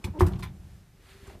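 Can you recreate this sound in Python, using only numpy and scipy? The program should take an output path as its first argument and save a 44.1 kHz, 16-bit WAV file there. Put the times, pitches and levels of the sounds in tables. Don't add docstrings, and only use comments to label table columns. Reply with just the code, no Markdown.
import sys
import numpy as np
from scipy import signal
from scipy.fft import rfft, irfft
from scipy.io import wavfile
from scipy.ndimage import uniform_filter1d, map_coordinates

SR = 44100
rng = np.random.default_rng(int(sys.argv[2]) if len(sys.argv) > 2 else 0)


def waveform_to_disk(signal):
    frames = np.transpose(np.atleast_2d(signal))
    scaled = np.clip(frames, -1, 1) * 32767
    samples = np.round(scaled).astype(np.int16)
    wavfile.write(sys.argv[1], SR, samples)


def level_to_linear(level):
    exponent = np.asarray(level, float) / 20
    return 10 ** exponent


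N = 61739

# f/Hz, level/dB
HISS_COLOUR = [(15, -33), (25, 9.5), (120, -4), (385, -19), (1000, -25.5), (1790, -24), (2340, -27),
               (3210, -29), (14200, -36)]
# t/s, level/dB
HISS_LEVEL = [(0, 4), (.55, 5), (.8, 4), (.95, 1.5), (1.4, 6)]
# t/s, level/dB
GRIP = [
    (0, -63),
    (.012, -63),
    (.027, -59),
    (.04, -60),
    (.08, -47.5),
    (.125, -79),
    (.14, -100),
]
# f/Hz, level/dB
RUB_COLOUR = [(200, -18), (400, 5.5), (700, -7), (950, -3.5), (1500, -14), (3000, -25), (15000, -53)]
# t/s, level/dB, contact/s, freedom/0-1
PUSHES = [(0.0, -38.5, .002, 0.06), (.044, -15.5, 0.013, 0.31), (0.084, -11.5, 0.0068, 0.06),
          (0.098, -25, 0.0049, 0.39), (0.19, -28, 0.0019, 0.5), (0.22, -13, 0.0023, 1),
          (0.31, -28.5, 0.0041, 0.4), (0.489, -40.5, 0.0052, 1), (0.742, -45, 0.005, 0.77),
          (0.919, -53, 0.0031, 0.3), (1.153, -38.5, 0.011, 0.19), (1.278, -41, .004, .2),
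          (1.228, -29.5, 0.0098, 0.15), (1.354, -38.5, 0.0017, 0.17)]
# f/Hz, level/dB, t60/s
CABINET_MODES = [(42.4, -21, 1), (63.6, -7.5, 0.44), (83.5, 2.5, 0.18), (87.34, -2.5, 0.3),
                 (117.4, -26, 0.5), (158.2, -10.5, .45), (174.9, -21.5, .9), (190, -16.5, 0.99)]
# (f/Hz, level/dB, t60/s)
HANDLE = [(.0413, -35.5, 0.001), (.0436, -34, 0.00082), (.05, -46, 0.00076)], [(874, -11, 0.1),
          (1060, -4.5, 0.041), (2400, 7.5, 0.032), (3456, -3.5, .02), (4460, -10, .02),
          (5320, -10.5, 0.016), (7700, -9.5, 0.021), (2857, -13, 0.045)]
# (f/Hz, level/dB, t60/s)
CATCH = [(.4248, -43.5, 0.00051), (.4297, -39.5, 0.00035), (.4375, -48, 0.00057), (.449, -51, .0006),
         (.469, -57, .001)], [(1028, 0, 0.06), (1380, -2.5, 0.053), (1870, -2, 0.038), (2074, -2, 0.036),
         (2322, 3, 0.04), (3380, -8.5, 0.12), (3600, -5, 0.069), (4050, -2.5, 0.028), (10300, -12, .02),
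         (800, -16, 0.082)]
# t/s, bright snap level/dB, plastic ring level/dB, scrape length/s, ring centre f/Hz
CLICKS = [(0.0428, -41, -46, 0.0059, 3280), (0.19, -70, -52, .001, 2400),
          (0.194, -45.5, -53, 0.00062, 8000), (.198, -45.5, -44, .002, 2450),
          (0.2075, -40, -50, 0.002, 1800), (.2135, -59, -36.5, 0.0013, 1640), (.2195, -59, -46, .001, 1430),
          (0.2649, -42, -52, 0.0012, 4200), (0.269, -56, -66, 0.0037, 9000), (0.28, -56, -67, 0.0044, 8000),
          (0.32, -73, -57.5, 0.001, 3870), (0.334, -68, -54, .002, 2830),
          (0.3565, -72, -54.5, 0.0015, 2540), (0.389, -64, -58.5, .002, 4120),
          (0.3936, -54.5, -51.5, 0.0048, 970), (0.406, -63, -63.5, 0.0037, 3600),
          (0.425, -54.5, -53.5, .002, 3970), (0.4302, -45.5, -52.5, 0.0034, 2270),
          (0.435, -66, -45, 0.0041, 1270), (0.445, -65, -52.5, 0.0066, 2530),
          (0.46, -68, -49, 0.0025, 1070), (0.47, -75.5, -62, 0.0077, 2400), (0.484, -98, -64, 0.0037, 2000),
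          (1.257, -103, -58.5, 0.025, 1050), (1.271, -68, -60, 0.0047, 7150),
          (1.2954, -63, -53.5, 0.0022, 2000), (1.299, -76, -52, 0.0058, 750), (1.341, -77, -56, 0.013, 637)]
# f/Hz, level/dB
SNAP_COLOUR = [(500, -36), (1800, 1.5), (3000, -3), (5000, -3.5), (7000, -5.5), (9500, -2), (12000, -9.5),
               (15000, -2)]
# t/s, level/dB, dulling/(dB per kHz)
BLOWS = [
    (.043, -34, 11.5),
    (0.057, -42, 16),
    (.072, -43, 14),
    (0.2071, -16.5, -0.4),
    (0.2127, -21, 3),
    (.252, -38, 6),
    (.27, -34, 9),
    (0.429, -46, 22),
    (1.2975, -58, 1.5),
    (1.352, -55, 6),
]
# f/Hz, level/dB, t60/s
DOOR_MODES = [(298.8, -11.5, 0.33), (348, -16.5, 0.12), (361.6, 1.5, 0.11), (678, -19.5, 0.26),
              (810, -11.5, 0.17), (932.5, -6, 0.049), (988, -1.5, 0.048), (1050, 0.5, 0.028),
              (1117, -3, 0.037), (1160, -32, 0.056), (1230, -33, 0.022), (1340, -47, 0.058),
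              (1700, -11, 0.036)]
# f/Hz, level/dB
RATTLE_COLOUR = [(220, -28), (300, -1), (390, -5.5), (520, -18.5), (1000, -12), (1500, -20), (2500, -32),
                 (5000, -42)]
# f/Hz, t60/s
ROOM_DECAY = [(300, 0.36), (1000, 0.19), (10000, 0.15)]
# t/s, slip rate f/Hz, fundamental level/dB, overtone level/dB
SEAL = [
    (.128, 289.8, -59, -74),
    (.14, 288.5, -60, -54.5),
    (.152, 317, -38.5, -53.5),
    (.17, 305.5, -39, -50.5),
    (.18, 307, -40, -48),
    (.186, 349, -33, -58),
    (.197, 396, -34, -69),
    (.203, 400, -43, -80),
]
SEAL_HARMONICS = [1, 5, -23]
# f/Hz, level/dB
BOOM_COLOUR = [(15, -32), (25, -4), (75, 6), (177, -1.5), (262, -20), (368, -15.5), (492, -33.5),
               (750, -24), (1200, -36), (1560, -59), (2640, -120)]
# t/s, level/dB
FLOOR_LEVEL = [
    (1.0, -59),
    (1.11, -72),
    (1.17, -66),
    (1.21, -61.5),
    (1.29, -49.5),
    (1.34, -54),
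    (1.4, -50),
]
# f/Hz, level/dB
FLOOR_COLOUR = [(15, -41), (25, -39), (52, 17), (102, -14), (236, -3), (390, 0.5), (700, -16), (910, -23),
                (1540, -120)]
# t/s, level/dB
CLOTH_EFFORT = [
    (0.95, -101),
    (0.958, -71.5),
    (1.094, -56.5),
    (1.194, -61),
    (1.292, -57.5),
    (1.298, -60),
    (1.33, -60),
    (1.4, -77),
]
# f/Hz, level/dB
WEAVE_COLOUR = [(200, -43), (600, -1), (1400, 3), (2200, 3), (4500, -3), (5500, -12.5), (9000, -10),
                (15000, -17)]
# t/s, f/Hz, level/dB
CREAK = [
    (1.078, 384.7, -71),
    (1.088, 383.6, -61),
    (1.14, 391, -64),
    (1.15, 392.7, -57),
    (1.254, 390.2, -56),
    (1.266, 390.2, -73),
    (1.278, 389.6, -47.5),
    (1.326, 399, -54.5),
    (1.34, 407, -77.5),
]
# t/s, level/dB
SQUEAK = [
    (1.09, -95),
    (1.105, -66.5),
    (1.14, -76),
    (1.155, -87),
    (1.26, -77),
    (1.275, -71),
    (1.3, -91),
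]
# f/Hz, level/dB
FIBRE_COLOUR = [(6400, -58), (6850, -5), (7300, -53), (8300, -45), (8750, 0), (9200, -60)]
# f/Hz, chance/0-1
SPLIT_CHANCE = [(4000, 0.00086), (5200, 0.29), (7500, 0.71), (13500, 1), (14500, 0.24)]


def unit(x):
    return x / np.sqrt(np.mean(x ** 2) + 1e-20)


def along(points, hz):
    f, value = np.transpose(points)
    return np.interp(np.log(hz + 1), np.log(f + 1), value)


def curves(rows):
    s, *columns = np.transpose(rows)
    t = np.arange(N) / SR
    return [np.interp(t, s, column) for column in columns]


def wobble(rate, count=N):
    knots = rng.standard_normal(int(count * rate / SR) + 4)
    return map_coordinates(knots, [np.arange(count) * rate / SR])


def noise(response):
    spectrum = rfft(rng.standard_normal(N + 1))
    hz = np.fft.rfftfreq(N + 1, 1 / SR)
    return unit(irfft(spectrum * response(hz), N + 1)[:N])


def coloured(points):
    return noise(lambda hz: level_to_linear(along(points, hz)))


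def since(s):
    t = np.arange(N) / SR - s
    return np.maximum(t, 0), t > 0


def ring(modes, s, db, rise_s, free=1, rough_db=0):
    t = np.arange(SR // 2) / SR
    flutter_db = rough_db * np.tanh(t / 0.0098)
    sound = 0
    for hz, mode_db, t60 in modes:
        level = level_to_linear(mode_db - 60 * t / (free * t60) + flutter_db * wobble(hz / 8, count=t.size))
        drift = 0.12 * flutter_db * wobble(hz / 10, count=t.size)
        sound = sound - level * np.sin(2 * np.pi * hz * t + drift)
    attack = 1 - np.exp(-t / rise_s)
    fade_out = np.cos(np.pi * t)
    return np.pad(level_to_linear(db) * attack * fade_out * sound, (round(s * SR), N))[:N]


def hiss():
    return level_to_linear(-57 + curves(HISS_LEVEL)[0] + 0.77 * wobble(8.2)) * coloured(HISS_COLOUR)


def grip():
    return coloured(RUB_COLOUR) * level_to_linear(curves(GRIP)[0] + 1.7 * wobble(80))


def cabinet():
    return sum(ring(CABINET_MODES, *push, rough_db=0.6) for push in PUSHES)


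def scraped(strikes, modes):
    return sum(ring(modes, *strike, rough_db=4.0) for strike in strikes)


def plastic_ring(centre_hz):
    spread_hz = 0.77 * centre_hz

    def resonance(f):
        damping = 1j * f * spread_hz
        return (f * spread_hz / (centre_hz * centre_hz - f * f + damping)) ** 2
    return noise(resonance)


def latch():
    out = scraped(*HANDLE) + scraped(*CATCH)
    snap = coloured(SNAP_COLOUR)
    grit = level_to_linear(1.2 * wobble(550))
    for s, snap_db, ring_db, length_s, centre_hz in CLICKS:
        t, on = since(s)
        after = np.maximum(t - length_s, 0)
        scrape = grit * level_to_linear(-60 * after / 0.056)
        tail = level_to_linear(-16.5 - 60 * t / 0.089)
        body = level_to_linear(snap_db) * snap + level_to_linear(ring_db) * plastic_ring(centre_hz)
        out += on * (scrape + tail) * body
    return out


def door():
    out, shake = 0, 0
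    for s, db, dull in BLOWS:
        modes = [(hz, mode_db - dull * hz / 1000, t60) for hz, mode_db, t60 in DOOR_MODES]
        out = out + ring(modes, s, db, 0.00064, rough_db=2.5)
        t, on = since(s)
        shake = shake + on * level_to_linear(db - 21 - 60 * t / 0.39)
    return out + shake * coloured(RATTLE_COLOUR)


def room(x):
    hz, t, z = signal.stft(rng.standard_normal(SR // 2), SR, nperseg=256)
    decay = level_to_linear(-60 * t / along(ROOM_DECAY, hz)[:, None])
    tail = signal.istft(z * decay, SR, nperseg=256)[1]
    delayed = np.pad(x, (300, 0))
    return signal.fftconvolve(delayed, tail / np.linalg.norm(tail))[:N]


def seal():
    hz, db, upper_db = curves(SEAL)
    phase = 2 * np.pi * np.cumsum(hz * (1 + 0.0382 * wobble(113))) / SR
    upper = level_to_linear(-1.5) * coloured(RUB_COLOUR) * (1 + 0.57 * np.sin(phase))
    for k, harmonic_db in enumerate(SEAL_HARMONICS):
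        upper += level_to_linear(harmonic_db + 1.5 * wobble(60)) * np.sin((k + 2) * phase + k)
    squeezed = since(SEAL[0][0])[1] & ~since(SEAL[-1][0])[1]
    return (level_to_linear(db) * np.sin(phase) + level_to_linear(upper_db) * upper) * squeezed


def drum():
    t, _ = since(0.26)
    swell = 1 - np.exp(-t / 0.022)
    return coloured(BOOM_COLOUR) * swell * level_to_linear(-27 - 60 * t / 1.164 + 1.2 * wobble(24.8))


def floor():
    return coloured(FLOOR_COLOUR) * level_to_linear(curves(FLOOR_LEVEL)[0] + 2.4 * wobble(27.07))


def cloth():
    return coloured(WEAVE_COLOUR) * level_to_linear(curves(CLOTH_EFFORT)[0] + 0.8 * wobble(25) + 0.8 * wobble(300))


def board():
    hz, db = curves(CREAK)
    phase = 2 * np.pi * np.cumsum(hz * (1 + 0.008 * wobble(41))) / SR
    return np.sin(phase) * level_to_linear(db + 1.7 * wobble(35.2))


def fibres():
    return coloured(FIBRE_COLOUR) * level_to_linear(curves(SQUEAK)[0] + 2.5 * wobble(59))


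def person():
    fade_in = np.clip((np.arange(N) / SR - 0.9) / 0.16, 0, 1)
    return fade_in * (floor() + cloth() + board() + fibres())


def scene():
    near = latch() + door() + seal()
    mono = hiss() + grip() + cabinet() + near + level_to_linear(-13) * room(near) + drum() + person()
    return np.array([mono, mono])


def treble_split(x):
    hz, t, z = signal.stft(x, SR, nperseg=512)
    luck = rng.random((hz.size // 12 + 1, t.size // 8 + 1))
    luck = luck.repeat(12, axis=0).repeat(8, axis=1)[:hz.size, :t.size]
    power = uniform_filter1d(uniform_filter1d(abs(z) ** 2, size=9, axis=0), size=3, axis=1)
    level = np.sqrt(power.clip(0))
    fresh = signal.stft(rng.standard_normal(N), SR, nperseg=512)[2]
    fresh = fresh / np.sqrt(np.mean(abs(fresh) ** 2))
    parted = luck < along(SPLIT_CHANCE, hz)[:, None]
    return signal.istft(fresh * level * parted, SR, nperseg=512)[1][:N]


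def band_limit(x):
    return signal.sosfilt(signal.butter(12, 15250, fs=SR, output="sos"), x)


def record(dry):
    both = dry + level_to_linear(-6.5) * treble_split(dry[0]) * [[1], [-1]]
    low_cut = signal.butter(2, 45, 'high', fs=SR, output='sos')
    top_cut = signal.ellip(12, 0.5, 60, 14300, fs=SR, output='sos')
    mix = signal.sosfilt(np.vstack([low_cut, top_cut]), both)
    return band_limit(mix)


dry = scene()
out = record(dry)
waveform_to_disk(out)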